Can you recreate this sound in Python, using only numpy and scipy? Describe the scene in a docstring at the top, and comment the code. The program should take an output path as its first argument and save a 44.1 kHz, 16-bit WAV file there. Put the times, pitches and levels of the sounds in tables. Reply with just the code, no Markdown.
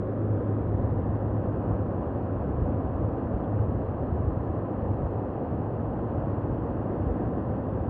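"""On the river below a spillway, water pours steadily, dull and muffled at a body-worn microphone.
The rush is a roar of noise with ringing bubbles in it, coloured by reflections off the river's surface
and an arm settling in front of the microphone. A low rumble swells and thuds underneath, a distant
engine's drone fades away, a faint hiss sits on top and a few drops plink nearby."""
import sys
import numpy as np
from scipy import signal
from scipy.fft import rfft, irfft, next_fast_len
from scipy.io import wavfile
from scipy.ndimage import map_coordinates

SR = 44100
rng = np.random.default_rng(int(sys.argv[2]) if len(sys.argv) > 2 else 0)


def waveform_to_disk(signal):
    """Save audio, clipped to [-1, 1], as 16-bit WAV at the path in sys.argv[1]."""
    frames = np.transpose(np.atleast_2d(signal))
    scaled = np.clip(frames, -1, 1) * 32767
    samples = np.round(scaled).astype(np.int16)
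    wavfile.write(sys.argv[1], SR, samples)


N = 347949


def from_db(db):
    """Decibels to gain."""
    return 10 ** (np.asarray(db) / 20)


def unit_rms(x):
    """Scale to an rms of 1."""
    return x / np.sqrt(np.mean(x ** 2) + 1e-20)


def automation(rows):
    """Join timed breakpoints into one curve for each column after the time."""
    times, *columns = np.transpose(rows)
    return [np.interp(np.arange(N) / SR, times, column) for column in columns]


def coloured(x, spectrum):
    """EQ a flat sound to a spectrum, rolling off beyond both ends; rms 1."""
    hz, level_db = np.transpose(spectrum)
    size = next_fast_len(N)
    f = np.maximum(np.fft.rfftfreq(size, 1 / SR), 1)
    gain = from_db(np.interp(np.log(f), np.log(hz), level_db))
    roll_off = np.minimum(f / hz[0], 1) ** 2 * np.minimum(hz[-1] / f, 1) ** 2
    return unit_rms(irfft(rfft(x, size) * gain * roll_off, size)[:N])


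def drift(rate_hz):
    """Smooth random modulation, mostly slower than rate_hz; rms 1."""
    f = np.fft.rfftfreq(N, 1 / SR)
    return unit_rms(irfft(rfft(rng.standard_normal(N)) / (1 + (f / rate_hz) ** 2), N))


def bubbles(per_s, cycles, size_spread_db, pitches=28):
    """Air dragged under rings as bubbles of all sizes, each for a few cycles; rms 1."""
    out = np.zeros(N)
    for hz in np.geomspace(170, 4500, pitches):
        born = rng.random(N) < per_s / pitches / SR
        sizes = from_db(size_spread_db * np.minimum(rng.exponential(1, N), 4))
        decay = from_db(-60 * hz / (cycles * SR))
        resonator = [1, -2 * decay * np.cos(2 * np.pi * hz / SR), decay * decay]
        rings = signal.lfilter([1, 0, -1], resonator, born * sizes + 1e-18)
        out += np.sqrt(hz) * unit_rms(rings)   # equal power per Hz
    return unit_rms(out)


# The dark tone of the falling water. 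Each row: frequency in Hz, level in dB per Hz.
RUSH_SPECTRUM = [(110, -0.5), (170, -1), (310, 0.7), (390, -1.5), (540, 0.07), (760, -7), (900, -13.5),
                 (1020, -14), (1260, -20), (1360, -24), (1650, -28.5), (2200, -39.5), (2800, -44.5),
                 (3400, -52.5), (3800, -58), (4200, -57.7), (4600, -61.5), (5100, -67.5), (6000, -74)]
# The rush swells and eases slightly. Each row: time in seconds, gain in dB.
RUSH_SWELL = [(0, 0), (3.0, 0.44), (3.8, 0), (5.9, -0.1), (6.3, 1.25), (6.7, 0), (7.1, 0.9), (7.8, .2)]


def spillway():
    """Countless collapses merge into a churning roar; the larger bubbles gurgle within it."""
    swell_db, = automation(RUSH_SWELL)
    roar = from_db(-30.5) * coloured(rng.standard_normal(N), RUSH_SPECTRUM)
    gurgle = from_db(-36.5) * coloured(bubbles(per_s=2500, cycles=16, size_spread_db=2.0), RUSH_SPECTRUM)
    churn_db = 0.31 * drift(rate_hz=14)
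    return from_db(swell_db + churn_db) * (roar + gurgle)


def delayed(x, delay_ms):
    """A delay line whose time can glide."""
    return map_coordinates(x, [np.arange(N) - delay_ms * SR / 1000], order=3, mode="nearest")


# Reflections off the arm, hand and wrist. Each row: time in seconds, delay in ms, strength as a gain.
ARM_BOUNCE = [(0, 0.56, 0.35), (.35, 0.63, 0.3), (.7, 0.56, 0.21), (1.1, 0.62, 0.26), (1.5, 0.67, 0.25),
              (4.5, 0.69, 0.18), (7.8, 0.65, 0.24)]
HAND_BOUNCE = [(0, 0.72, 0.15), (.35, 0.86, 0.15), (.7, 0.76, .09), (1.501, 0.84, 0.056), (4.5, 0.97, .08),
               (7.8, 0.87, 0.042)]
# Negative strength is sound bent round the wrist, arriving inverted; it reflects as the wrist sinks.
WRIST_BOUNCE = [(0, .91, 0.037), (.35, 0.95, -0.16), (.7, 1.01, .13), (1.1, 1.08, .21), (1.5, 1.13, 0.078),
                (7.8, 1.12, 0.15)]


def reflections(x):
    """River and arm comb-filter the rush; the arm's notches slide down as it eases to rest."""
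    out = x + 0.062 * delayed(x, delay_ms=3.88)   # off the river's surface
    shade = 1
    for reflector in (ARM_BOUNCE, HAND_BOUNCE, WRIST_BOUNCE):
        delay_ms, strength = automation(reflector)
        out += strength * delayed(x, delay_ms)
        shade += 0.5 * np.abs(strength)   # what reflects also stands in the way
    return out / shade


# The weight under the rush. Each row: frequency in Hz, level in dB per Hz.
RUMBLE_SPECTRUM = [(20, -29), (30, -22), (42, -10.5), (55, -5), (68, -3), (85, -1), (108, -3), (130, -6.5),
                   (170, -13.5), (260, -34)]
# The rumble's fader ride. Each row: time in seconds, level in dB before the trim.
RUMBLE_SWELL = [(0, -40.5), (.52, -38.5), (.7, -33), (1.1, -34), (1.25, -36.5), (2.25, -37), (2.5, -33.5),
                (3.4, -35.5), (3.7, -36), (4.3, -33.5), (4.7, -42), (5, -33), (5.25, -41), (5.6, -36),
                (6.2, -38), (6.5, -33), (6.85, -37.5), (7.1, -31.5), (7.45, -39.5), (7.85, -35.5)]


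def rumble(trim_db):
    """Deep turbulence swells and sinks."""
    swell_db, = automation(RUMBLE_SWELL)
    return from_db(swell_db + trim_db) * coloured(rng.standard_normal(N), RUMBLE_SPECTRUM)


# The far-off drone comes and goes as it fades. Each row: time in seconds, level in dB.
ENGINE_FADE = [(0, -34.5), (.23, -34.5), (.31, -26.5), (.41, -36.5), (.5, -25), (.64, -33), (.77, -29),
               (1.0, -34), (1.2, -30.5), (1.9, -35.5), (2.05, -45.5), (2.2, -34.5), (2.7, -42.5),
               (3.08, -34), (3.36, -47), (3.53, -31), (3.72, -37), (4.25, -40.5), (4.47, -34), (5.4, -39),
               (7.8, -40)]


def engine(firing_hz, waver_db, wander_hz):
    """Only the engine's firing tone carries this far, wavering on its way."""
    level_db, = automation(ENGINE_FADE)
    phase = 2 * np.pi * np.cumsum(firing_hz + wander_hz * drift(rate_hz=3.5)) / SR
    return from_db(level_db + waver_db * drift(rate_hz=10.0)) * np.sqrt(2) * np.sin(phase)


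# A thin sheen of hiss on top. Each row: frequency in Hz, level in dB per Hz.
HISS_SPECTRUM = [(3000, -6), (7000, -19), (8200, -5), (9500, 3), (11000, -2), (13500, -15)]


def hiss(level_db, hiss_waver_db):
    """A faint high hiss, its level wavering slightly at random."""
    gain = from_db(level_db + hiss_waver_db * drift(rate_hz=16))
    return gain * coloured(rng.standard_normal(N), HISS_SPECTRUM)


# Dull thuds in the rumble. Each row: start in seconds, peak level in dB, pitch in Hz.
THUD_HITS = [(1.723, -23.5, 70.4), (2.611, -22, 61), (2.838, -22.5, 75), (3.035, -20.5, 100.5),
             (3.335, -24.5, 57.7), (3.591, -19, 95), (4.116, -20.5, 79), (4.196, -25, 93),
             (4.267, -18.5, 78.7), (4.489, -24, 91), (4.9, -23.5, 100), (5.04, -25, 68.4),
             (7.062, -24, 64.5)]


def thuds(rise_s):
    """Soft low pushes die within a few cycles."""
    out = np.zeros(N)
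    for start, peak_db, hz in THUD_HITS:
        age = np.maximum(np.arange(N) / SR - start, 0)
        envelope = (age / rise_s * np.exp(1 - age / rise_s)) ** 2
        out += from_db(peak_db) * envelope * np.sin(2 * np.pi * hz * age)
    return out


# Drops hit the river nearby. Each row: start in seconds, peak level in dB, starting pitch in Hz.
DRIP_PLINKS = [(3.441, -61.5, 3270), (3.519, -77, 9060), (4.098, -80, 9400)]


def drips(ring_s, rise_hz_per_s):
    """Each drop traps a tiny bubble, which rings briefly and rises in pitch."""
    out = np.zeros(N)
    for start, peak_db, hz in DRIP_PLINKS:
        age = np.maximum(np.arange(N) / SR - start, 0)
        envelope = from_db(peak_db - 60 * np.minimum(age / ring_s, 5))
        out += envelope * np.sin(2 * np.pi * (hz + rise_hz_per_s * age / 2) * age)
    return out


def scene():
    """The rush, the low end and the faint top end, mixed to mono."""
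    low_end = rumble(trim_db=2.5) + engine(firing_hz=105, waver_db=0.5, wander_hz=0.7)
    low_end += thuds(rise_s=0.013)
    rush = reflections(spillway())
    top_end = hiss(level_db=-91.5, hiss_waver_db=1.5) + drips(ring_s=0.032, rise_hz_per_s=15000)
    return (rush + low_end + top_end)[None]


def record(dry):
    """A steep low-pass takes off the very top."""
    stop_hz = 14200
    return signal.sosfilt(signal.cheby2(12, 70, stop_hz, fs=SR, output="sos"), dry)


dry = scene()
out = record(dry)
waveform_to_disk(out)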